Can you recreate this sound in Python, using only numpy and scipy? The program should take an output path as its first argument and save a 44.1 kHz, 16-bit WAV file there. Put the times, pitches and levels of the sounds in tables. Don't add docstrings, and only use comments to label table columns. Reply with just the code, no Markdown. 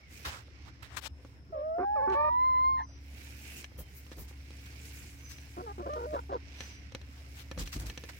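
import sys
import numpy as np
from scipy import signal
from scipy.io import wavfile
from scipy.ndimage import uniform_filter1d

SR = 44100
rng = np.random.default_rng(int(sys.argv[2]) if len(sys.argv) > 2 else 0)


def unload_audio(sound):
    columns = np.transpose(np.atleast_2d(sound))
    steps = np.round(np.clip(columns, -1, 1) * 32767)
    wavfile.write(sys.argv[1], SR, steps.astype(np.int16))


N = 361179
TIME = np.arange(N) / SR


def from_db(db):
    return 10 ** (np.asarray(db) / 20)


def rms_one(x):
    return x / np.sqrt(np.mean(x ** 2) + 1e-20)


def in_time(rows, t=TIME):
    s, *columns = np.transpose(rows)
    return [np.interp(t, s, c) for c in columns]


def at_hz(points, hz):
    point_hz, values = np.array(points).T
    return np.interp(np.log(hz), np.log(point_hz), values)


def drift(rate, size=N):
    r = np.exp(-20 * np.pi * rate / SR)
    draws = rng.standard_normal(size // 10 + 4002)
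    slow = signal.lfilter([1], [1, -2 * r, r * r], draws)[4000:]
    return np.interp(np.arange(size) / 10, np.arange(len(slow)), rms_one(slow))


def complex_drift(rate, size=N):
    return drift(rate, size) + 1j * drift(rate, size)


def ring(clicks, hz, t60):
    r = from_db(-60 / (t60 * SR))
    w = 2 * np.pi * hz / SR
    return signal.lfilter([0, np.sin(w)], [1, -2 * r * np.cos(w), r * r], clicks + 1e-18)


def panned(left_db):
    return from_db(left_db * np.array([[.5], [-.5]]))


def add(out, start, sound):
    at = max(round(start * SR), 0)
    out[:, at:at + sound.shape[1]] += sound[:, :max(N - at, 0)]


def fade(age, attack_s, release_s):
    return np.clip(np.minimum(age / attack_s, (age[-1] - age) / release_s), 0, 1)


def coloured(spectrum, grain_db, patchy_db, tilt_db=0, size=N):
    # frequency in Hz, correlation from -1 to 1.
    likeness = [(60, 0.79), (300, 0.95), (700, 0.42), (1200, -0.32), (2200, -0.21), (15000, 0.069)]
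    edges = np.geomspace(30, 17000, 19)
    grain = from_db(grain_db * np.clip(drift(300, size), -3, 3))
    white = rng.standard_normal((2, 2, size)) * grain
    out = 0
    for k, (low, high) in enumerate(zip(edges, edges[1:])):
        hz = np.sqrt(low * high)
        if spectrum[0][0] < 1.5 * high and low < 1.5 * spectrum[-1][0]:
            band = signal.butter(2, [low, high], "band", fs=SR, output="sos")
            mid, side = signal.sosfilt(band, white[k % 2])
            alike = np.clip(at_hz(likeness, hz), -1, 1)
            flicker_db = patchy_db * drift(11.2, size)
            gain = from_db(at_hz(spectrum, hz) + tilt_db * np.log2(hz) + flicker_db)
            out = out + gain * (np.sqrt(1 + alike) * mid + np.sqrt(1 - alike) * side * [[1], [-1]])
    return rms_one(out)


def hen(pitch, level, overtone_db, rough, throat, pan_db, rattle_hz, fall_db, bite_db,
        depth=1, jitter=0.049, bearing=1, count=14):
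    # frequency in Hz, lead in radians before bearing scales it.
    port_lead = [(200, 0), (380, .9), (620, 1.2), (820, 2.25), (950, 2.7), (1060, 3.0), (1350, 3.9),
                 (1700, 5.9), (2100, 6.3), (4300, 7)]
    size = len(pitch)
    rough = np.clip(rough, 0, 1)
    wobble = 1 + .0015 * drift(30, size) + jitter * rough * drift(90, size)
    phase = 2 * np.pi * np.cumsum(pitch * wobble) / SR
    flap = 2 * np.pi * np.cumsum(rattle_hz * (1 + .13 * drift(30, size))) / SR
    slap = np.clip(depth * rough, 0, 1)
    level = level * (1 + .8 * slap * np.sin(flap))
    out = np.zeros((2, size))
    for k in range(1, count + 1):
        hz = k * pitch
        bite = bite_db * np.sqrt(rough) * (hz > 2700)
        gain = 1 if k == 1 else from_db(overtone_db + at_hz(throat, hz) - fall_db * (k - 3.0) + bite)
        rasp = from_db(-10) * rough * np.sqrt(k) * complex_drift(110, size)
        partial = level * gain * (1 + rasp) * np.exp(1j * k * (phase + .5 * slap * np.cos(flap)))
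        lead = bearing * at_hz(port_lead, hz) * np.array([[.5], [-.5]])
        side_gain = panned(pan_db * np.minimum(hz / 1000, 2))
        out += side_gain * np.real(partial * np.exp(1j * lead))
    return out


def notes(table, crack, **voice):
    out = np.zeros((2, N))
    for start, end, first_hz, last_hz, arch_hz, level_db, overtone_db, rough in table:
        age = TIME[:max(round((end - start) * SR), 200)]
        along = age / age[-1]
        arch = np.sin(np.pi * along)
        glide = first_hz + (last_hz - first_hz) * along + arch_hz * arch
        pitch = glide * (1 + .005 * drift(46, len(age)))
        swell_db = arch - .5
        shimmer_db = 1.5 * drift(52, len(age))
        level = from_db(level_db + swell_db + shimmer_db) * fade(age, attack_s=0.0046, release_s=.011)
        roughness = rough + crack * np.exp(-age / 0.009)
        add(out, start, hen(pitch, level, overtone_db, roughness, **voice))
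    return out


def long_whine():
    # time in seconds, pitch in Hz.
    whine_pitch = [(1.535, 647), (1.597, 588.3), (1.665, 631.9), (1.739, 650.7), (1.805, 727.4),
                   (1.825, 705), (1.835, 792), (1.939, 842), (2.123, 870.4), (2.469, 1042), (2.559, 1015),
                   (2.719, 1074), (2.78, 1043)]
    # start in seconds, end in seconds,
    # first pitch in Hz, last pitch in Hz, arch in Hz, fundamental in dB before the mix,
    # overtones in dB re the fundamental before the throat, roughness from 0 to 1.
    register_break = [(2.772, 2.83, 960, 872, 0.0049, -42.5, -11, 0.4)]
    # frequency in Hz, gain in dB.
    throat = [(1200, -9), (1700, -16.5), (2150, -17.5), (2600, -29.5), (3150, -25.5), (4200, 5), (4700, -4),
              (6200, -13.5), (9000, -34)]
    voice = dict(throat=throat, pan_db=-1.5, rattle_hz=137, fall_db=17.5, bite_db=1.5)
    start_s, end_s = 1.522, 2.86
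    mid_db, swell_db_per_octave, mid_hz = -32.5, 12, 820
    clean_overtones_db, strain_db = -27.5, 28
    age = TIME[:round((end_s - start_s) * SR)]
    pitch, = in_time(whine_pitch, start_s + age)
    catch = np.exp(-age / 0.055)
    fray = np.exp((age - age[-1]) / 0.047)
    rough = 0.2 * catch + 0.5 * fray
    climb_db = swell_db_per_octave * np.log2(pitch / mid_hz)
    catch_loss_db = 6.5 * catch
    level = from_db(mid_db + climb_db - catch_loss_db + .5 * drift(12, len(age)))
    level = level * fade(age, attack_s=0.0066, release_s=0.17)
    overtone_db = clean_overtones_db + strain_db * rough + 2 * drift(11, len(age))
    out = notes(register_break, crack=0, **voice)
    add(out, start_s, hen(pitch, level, overtone_db, rough, **voice))
    return out


def low_answer():
    # start in seconds, end in seconds, first pitch in Hz, last pitch in Hz, arch in Hz,
    # fundamental in dB before the mix, overtones in dB re the fundamental before the throat, roughness from 0 to 1.
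    answer_notes = [(1.495, 1.525, 385, 395, 5.5, -56, -30, 0.63),
                    (1.545, 1.635, 577, 569, -30.5, -43, -26, 0.049),
                    (1.781, 1.805, 239, 277, 3.5, -42.5, -12.5, 0.62),
                    (1.792, 1.852, 349, 363, 26.5, -37, -16, .4),
                    (1.957, 2.022, 613, 497, -12.5, -41, -10, 0.11),
                    (2.016, 2.08, 531, 473, 57.5, -44.5, -8.5, .03),
                    (2.073, 2.153, 373, 359.5, 19, -36.5, -13, 0.16),
                    (2.147, 2.3, 559, 603.5, 14, -37, -5, 0.025)]
    # frequency in Hz, gain in dB.
    throat = [(500, 20), (760, -3.5), (1150, 6.5), (1520, 1.5), (1800, -9.5), (2350, -10.5), (2900, -31.5),
              (4500, -25.5), (5500, -39), (9000, -33.5)]
    return notes(answer_notes, crack=0.49, throat=throat, pan_db=-3.5, rattle_hz=119, fall_db=0.8,
                 bite_db=-4.5, bearing=0.27, count=9)


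def hoarse_clucks():
    # start in seconds, end in seconds, first pitch in Hz, last pitch in Hz, arch in Hz,
    # fundamental in dB before the mix, overtones in dB re the fundamental before the throat, roughness from 0 to 1.
    cluck_notes = [(5.567, 5.628, 342, 368, 0, -45.5, -3, 0.75), (5.618, 5.672, 482, 456, 5, -47, -17, .08),
                   (5.662, 5.728, 452, 418, -30, -51.5, 7.5, 0.18),
                   (5.779, 5.83, 377, 347, 3, -44.5, -6, 0.75),
                   (5.822, 5.868, 578, 590, 0.5, -46.5, -4, 0.086),
                   (5.858, 5.886, 328, 346, 1, -46, 1.5, 0.64), (5.862, 5.905, 539, 538, 1, -42, -8, 0.99),
                   (5.893, 5.99, 580, 606, 13.5, -41, 1, 0.065),
                   (5.958, 6.07, 492, 516, -35, -41, -4.5, 0.55),
                   (6.063, 6.14, 615, 630, -16, -42, -17, 0.034),
                   (6.125, 6.153, 286, 321, 7, -45.5, -4, .7),
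                   (6.132, 6.175, 606, 498, 1.5, -36.5, -6, 0.78), (6.158, 6.205, 503, 468, 1, -49, 7, 0.7),
                   (6.292, 6.345, 398, 339, 14.5, -45, 0, .55),
                   (6.316, 6.376, 550, 464, 22.5, -37.5, -2.5, 0.96)]
    # frequency in Hz, gain in dB.
    throat = [(700, -4.5), (1050, -3), (1250, -4.5), (1500, -11.5), (1750, -22), (2200, -34), (3500, -33.5),
              (5200, -27.5), (7000, -32)]
    return notes(cluck_notes, crack=0.17, throat=throat, pan_db=0.0, rattle_hz=112.3, fall_db=2.0,
                 bite_db=5.5, depth=0.71)


def sweep(rise_s, fall_s, tilt_db, grain_db):
    # frequency in Hz, relative density in dB per Hz before the tilt.
    feather_colour = [(150, -34.5), (400, -2), (900, 4), (1600, 7), (2500, 1), (4000, 0.5), (6000, -7.5),
                      (8000, -8), (12000, -25), (16000, -11)]
    age = TIME[:round((rise_s + fall_s) * SR)]
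    noise = coloured(feather_colour, grain_db, patchy_db=2.0, tilt_db=tilt_db, size=len(age))
    return fade(age, rise_s, fall_s) * noise


def brushes():
    # peak in seconds, rise in seconds, fall in seconds, level in dB,
    # treble tilt in dB per octave, left-minus-right level in dB.
    brush_rows = [(0.254, 0.0068, 0.07, -35, 0.5, 1), (.33, 0.063, 0.11, -45.5, 0, -5.5),
                  (.685, 0.045, 0.028, -56, -1.5, -11), (.826, .004, 0.061, -49, 1, -10.5),
                  (.951, 0.091, 0.026, -57.5, -1, 19.5), (.972, .011, 0.032, -40.5, 1, 17.5),
                  (1.067, .06, 0.016, -44.5, 2, 17.5), (2.134, .025, 0.039, -43, -4.5, -8.5),
                  (3.799, 0.028, 0.043, -48, 12, 0), (3.977, 0.039, 0.048, -52, 17, 4),
                  (4.128, 0.022, 0.021, -52, 1, -2), (4.195, .036, 0.073, -50, 11, 0),
                  (4.284, 0.0092, .06, -56.5, 3.5, 0), (4.506, 0.0045, 0.05, -75, -0.5, -7),
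                  (4.66, 0.0052, 0.024, -54, 2.5, 0), (4.855, 0.014, .04, -53.5, 9, 0),
                  (5.312, 0.029, 0.043, -48.5, 5, 1.5), (6.619, .1, 0.2, -54, 1.5, -3),
                  (7.18, 0.18, .12, -62.5, 2.5, -0.5), (7.405, 0.072, .035, -49, 4, 3.5),
                  (8.093, 0.0069, .022, -44, 0, -4)]
    out = np.zeros((2, N))
    for peak, rise, fall, level_db, tilt_db, pan_db in brush_rows:
        sound = sweep(rise, fall, tilt_db, grain_db=1.5)
        add(out, peak - rise, from_db(level_db) * panned(pan_db) * sound)
    return out


def flutter():
    beat_levels = [-39.5, -49.5, -40, -47, -47]
    first_beat_s, beat_spacing_s = 7.596, 0.068
    rise_s, fall_s, tilt_db = .017, .056, 5
    out = np.zeros((2, N))
    for k, level_db in enumerate(beat_levels):
        beat = sweep(rise_s, fall_s, tilt_db, grain_db=2.5)
        add(out, first_beat_s + k * beat_spacing_s - rise_s, from_db(level_db) * beat)
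    return out


def plumage():
    # peak in seconds, rise in seconds, fall in seconds,
    # hiss in dB before its trim, rustle in dB before its trim.
    strokes = [(.14, 0.037, 0.18, -58.5, -56.5), (.33, 0.18, 0.035, -80, -54),
               (.57, 0.047, 0.14, -99, -62.5), (1.27, 0.12, 0.11, -77, -67), (3.25, 0.16, 0.29, -59.5, -55),
               (3.591, 0.19, 0.05, -53, -51), (4.0, 0.24, 0.53, -67, -64), (4.7, 0.28, 0.37, -64.5, -56.5),
               (5.0, 0.21, 0.15, -57, -56.5), (5.45, 0.54, 0.35, -64.5, -59.5),
               (6.119, 0.34, 0.17, -67, -61.5), (6.62, 0.25, 0.26, -74.5, -55),
               (7.36, 0.33, 0.11, -69.5, -62.5), (8.151, 0.77, .25, -64.5, -57.5)]
    # frequency in Hz, relative density in dB per Hz.
    hiss_colour = [(2500, -50), (4000, -12), (6000, 4), (8000, 15), (11000, 0.5), (15500, 7)]
    # frequency in Hz, relative density in dB per Hz.
    rustle_colour = [(250, 3.5), (500, -2.5), (1100, -14.5), (1700, 0.5), (2300, 6), (3200, -8),
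                     (4500, 6.5), (6000, -18.5), (8000, -39)]
    rub_hz, rub_rise_hz, rub_width_hz, rub_db = 2140, 550, 260, -7
    faint_rustle_on = 1. * ((TIME < 0.96) | (TIME > 2.93))
    rustle_power = from_db(-65) ** 2 * uniform_filter1d(faint_rustle_on, size=SR // 8).clip(0)
    hiss_power = 0
    for peak, rise, fall, hiss_db, rustle_db in strokes:
        distance = (TIME - peak) / np.where(TIME < peak, rise, fall)
        swell = np.exp(-np.minimum(distance ** 2, 20))
        hiss_power = hiss_power + (from_db(hiss_db) * swell) ** 2
        rustle_power = rustle_power + (from_db(rustle_db) * swell) ** 2
    hiss_noise = from_db(0.5) * coloured(hiss_colour, grain_db=2.0, patchy_db=1.5)
    hiss = np.sqrt(hiss_power) * panned(left_db=1.0) * hiss_noise
    speed = rustle_power / rustle_power.max()
    carrier = np.exp(2j * np.pi * np.cumsum(rub_hz + rub_rise_hz * speed) / SR)
    rub = from_db(rub_db) * np.array([np.real(carrier * complex_drift(rub_width_hz)) for ear in range(2)])
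    rustle = from_db(-1) * coloured(rustle_colour, grain_db=2.5, patchy_db=1.2)
    return hiss + np.sqrt(rustle_power) * panned(left_db=-6.0) * (rustle + rub)


def ticks(modes, column, gain_db, scuff, scuff_s):
    # time in seconds, low knock in dB and bright snap in dB, both before gain_db.
    tick_rows = [(0.482, -55.5, -78), (1.249, -46.5, -63.5), (2.1, -65.5, -54), (3.643, -72, -43.5),
                 (3.718, -54, -78), (3.788, -48.5, -62), (4.066, -56, -60), (4.117, -46, -53),
                 (4.185, -49, -62), (4.312, -52, -68), (4.506, -52.5, -55), (5.384, -61, -52),
                 (5.936, -47, -51), (6.606, -44.5, -39.5), (6.922, -52, -56), (6.949, -38.5, -39.5),
                 (7.015, -55, -54), (7.514, -39.5, -43.5), (7.577, -39.5, -50), (7.675, -52.5, -44),
                 (7.899, -48.5, -42), (7.976, -43.5, -42), (8.038, -45, -46)]
    out = np.zeros((2, N))
    age = TIME[:2000]
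    for hz, mode_db, t60 in modes:
        force = np.zeros((2, N + len(age)))
        for row in tick_rows:
            touch = scuff * rng.standard_normal((2, len(age))) * np.exp(-age / scuff_s)
            touch[:, 0] += 1
            at = round(row[0] * SR)
            strength_db = row[column] + gain_db + mode_db + rng.normal(0, 1.2)
            force[:, at:at + len(age)] += touch * from_db(strength_db)
        out += ring(force[:, :N], hz, t60)
    return out


def knocks():
    # mode frequency in Hz, level in dB, decay time t60 in seconds.
    knock_modes = [(303, 0, 0.021), (525, -0.5, 0.022), (833, -11, 0.017), (1220, 2.5, 0.0042)]
    return ticks(knock_modes, column=1, gain_db=2.5, scuff=0.047, scuff_s=0.0098)


def snaps():
    # mode frequency in Hz, level in dB, decay time t60 in seconds.
    snap_modes = [(1750, -10, 0.061), (2560, 10.5, 0.0034), (3240, -0.5, 0.0082), (4080, 2, 0.0077),
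                  (5910, 3, 0.0068), (7500, -33, 0.0017), (11600, -28, .003)]
    return ticks(snap_modes, column=2, gain_db=-2.5, scuff=0.19, scuff_s=0.0047)


def puffs(sway_hz=58):
    # centre in seconds, level in dB, length in seconds.
    puff_rows = [(0.27, -40.5, 0.013), (3.804, -42.5, 0.018), (4.204, -41.5, 0.022), (7.608, -35.5, 0.029),
                 (7.765, -34.5, 0.0086), (7.844, -39.5, 0.042)]
    swell = sum(from_db(db) * np.exp(-.5 * ((TIME - s) / length) ** 2) for s, db, length in puff_rows)
    sway = np.sqrt(2) * np.sin(2 * np.pi * np.cumsum(sway_hz * (1 + 0.1197 * drift(16.9))) / SR)
    rumble = coloured([(50, 3), (120, 4), (300, -6), (700, -19.0)], grain_db=1.0, patchy_db=-3.0)
    return swell * (sway + from_db(-4.5) * rumble)


def pen(x, t60, wall_hz):
    age = TIME[:SR // 2]
    sparse = rng.standard_normal((2, len(age))) * (rng.random((2, len(age))) < .05)
    echoes = sparse * from_db(-60 * age / t60) * (age > .004)
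    echoes = signal.sosfilt(signal.butter(1, wall_hz, fs=SR, output="sos"), echoes)
    return signal.fftconvolve(x, echoes / np.sqrt(np.sum(echoes ** 2) / 2), axes=1)[:, :N]


def engine():
    # time in seconds, level in dB before a 1 dB lift.
    engine_level = [(0.0, -61.5), (0.23, -52), (1.19, -50.5), (1.71, -58), (2.12, -46.5), (3.26, -46.5),
                    (3.92, -52.5), (4.33, -46), (5.45, -46.5), (6.11, -44), (6.59, -49.5), (7.25, -47.5),
                    (7.62, -45), (8.19, -48.5)]
    # multiple of the firing rate, mean level in dB.
    engine_orders = [(.75, -18.5), (1, 0), (1.25, -19.5), (1.5, -14.5), (1.75, -14.5), (2, -21), (3, -24.5),
                     (3.99, -15.5), (4.6, -30)]
    level_db, = in_time(engine_level)
    phase = 2 * np.pi * 69.78 * TIME
    orders = 0
    for k, db in engine_orders:
        wander = 0.14 * k * drift(2.4) + rng.uniform(0, 2 * np.pi)
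        orders = orders + from_db(db + drift(0.33)) * np.sin(k * phase + wander)
    return from_db(level_db + 1) * orders


def wild_birds():
    # start in seconds, end in seconds, first pitch in Hz, last pitch in Hz, level in dB before the blur.
    whistles = [(0, .14, 2280, 1750, -57), (2.766, 3.073, 5950, 5650, -57.5), (2.8, 3.1, 4920, 5010, -65),
                (3.672, 4.113, 3260, 2400, -65), (5.172, 5.461, 6100, 5950, -49.5),
                (5.22, 5.45, 5080, 5200, -55.5), (6.298, 6.57, 2090, 2205, -73),
                (6.538, 6.856, 6040, 5770, -51), (6.558, 6.847, 5150, 4940, -59.5)]
    out = np.zeros((2, N))
    for start, end, first_hz, last_hz, level_db in whistles:
        span = (TIME >= start) & (TIME < end)
        along = np.linspace(0, 1, span.sum())
        phase = 2 * np.pi * np.cumsum(first_hz + (last_hz - first_hz) * along ** 2) / SR
        level = from_db(level_db) * np.interp(along, [0, .3, 1], [0, 1, 0])
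        for ear in out:
            blur = .6 + .4 * complex_drift(35, len(along))
            ear[span] += level * np.real(blur * np.exp(1j * phase))
    return out


def insects(hz=5270, width_hz=160, level_db=-75):
    carrier = np.exp(2j * np.pi * hz * TIME)
    return from_db(level_db) * np.array([np.real(carrier * complex_drift(width_hz)) for ear in range(2)])


def outdoor_air():
    # frequency in Hz, relative density in dB per Hz.
    air_colour = [(45, -11), (70, 4), (120, -4), (180, -13.5), (300, -13), (450, -20.5), (900, -25),
                  (1800, -25), (3500, -35.5), (6000, -40), (8000, -49), (15000, -51)]
    return from_db(-55) * coloured(air_colour, grain_db=1.0, patchy_db=3.5)


def scene():
    voices = from_db(6) * long_whine() + from_db(3.5) * low_answer() + from_db(4.0) * hoarse_clucks()
    near = voices + brushes() + flutter() + knocks() + snaps()
    echoes = from_db(-27) * pen(near, t60=.12, wall_hz=4000)
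    yard = engine() + wild_birds() + insects() + outdoor_air()
    return near + echoes + plumage() + puffs() + yard


def record(dry):
    dry = signal.sosfilt(signal.butter(6, 42, "high", fs=SR, output="sos"), dry)
    return signal.sosfilt(signal.ellip(10, .1, 70, 15900, fs=SR, output="sos"), dry)


dry = scene()
out = record(dry)
unload_audio(out)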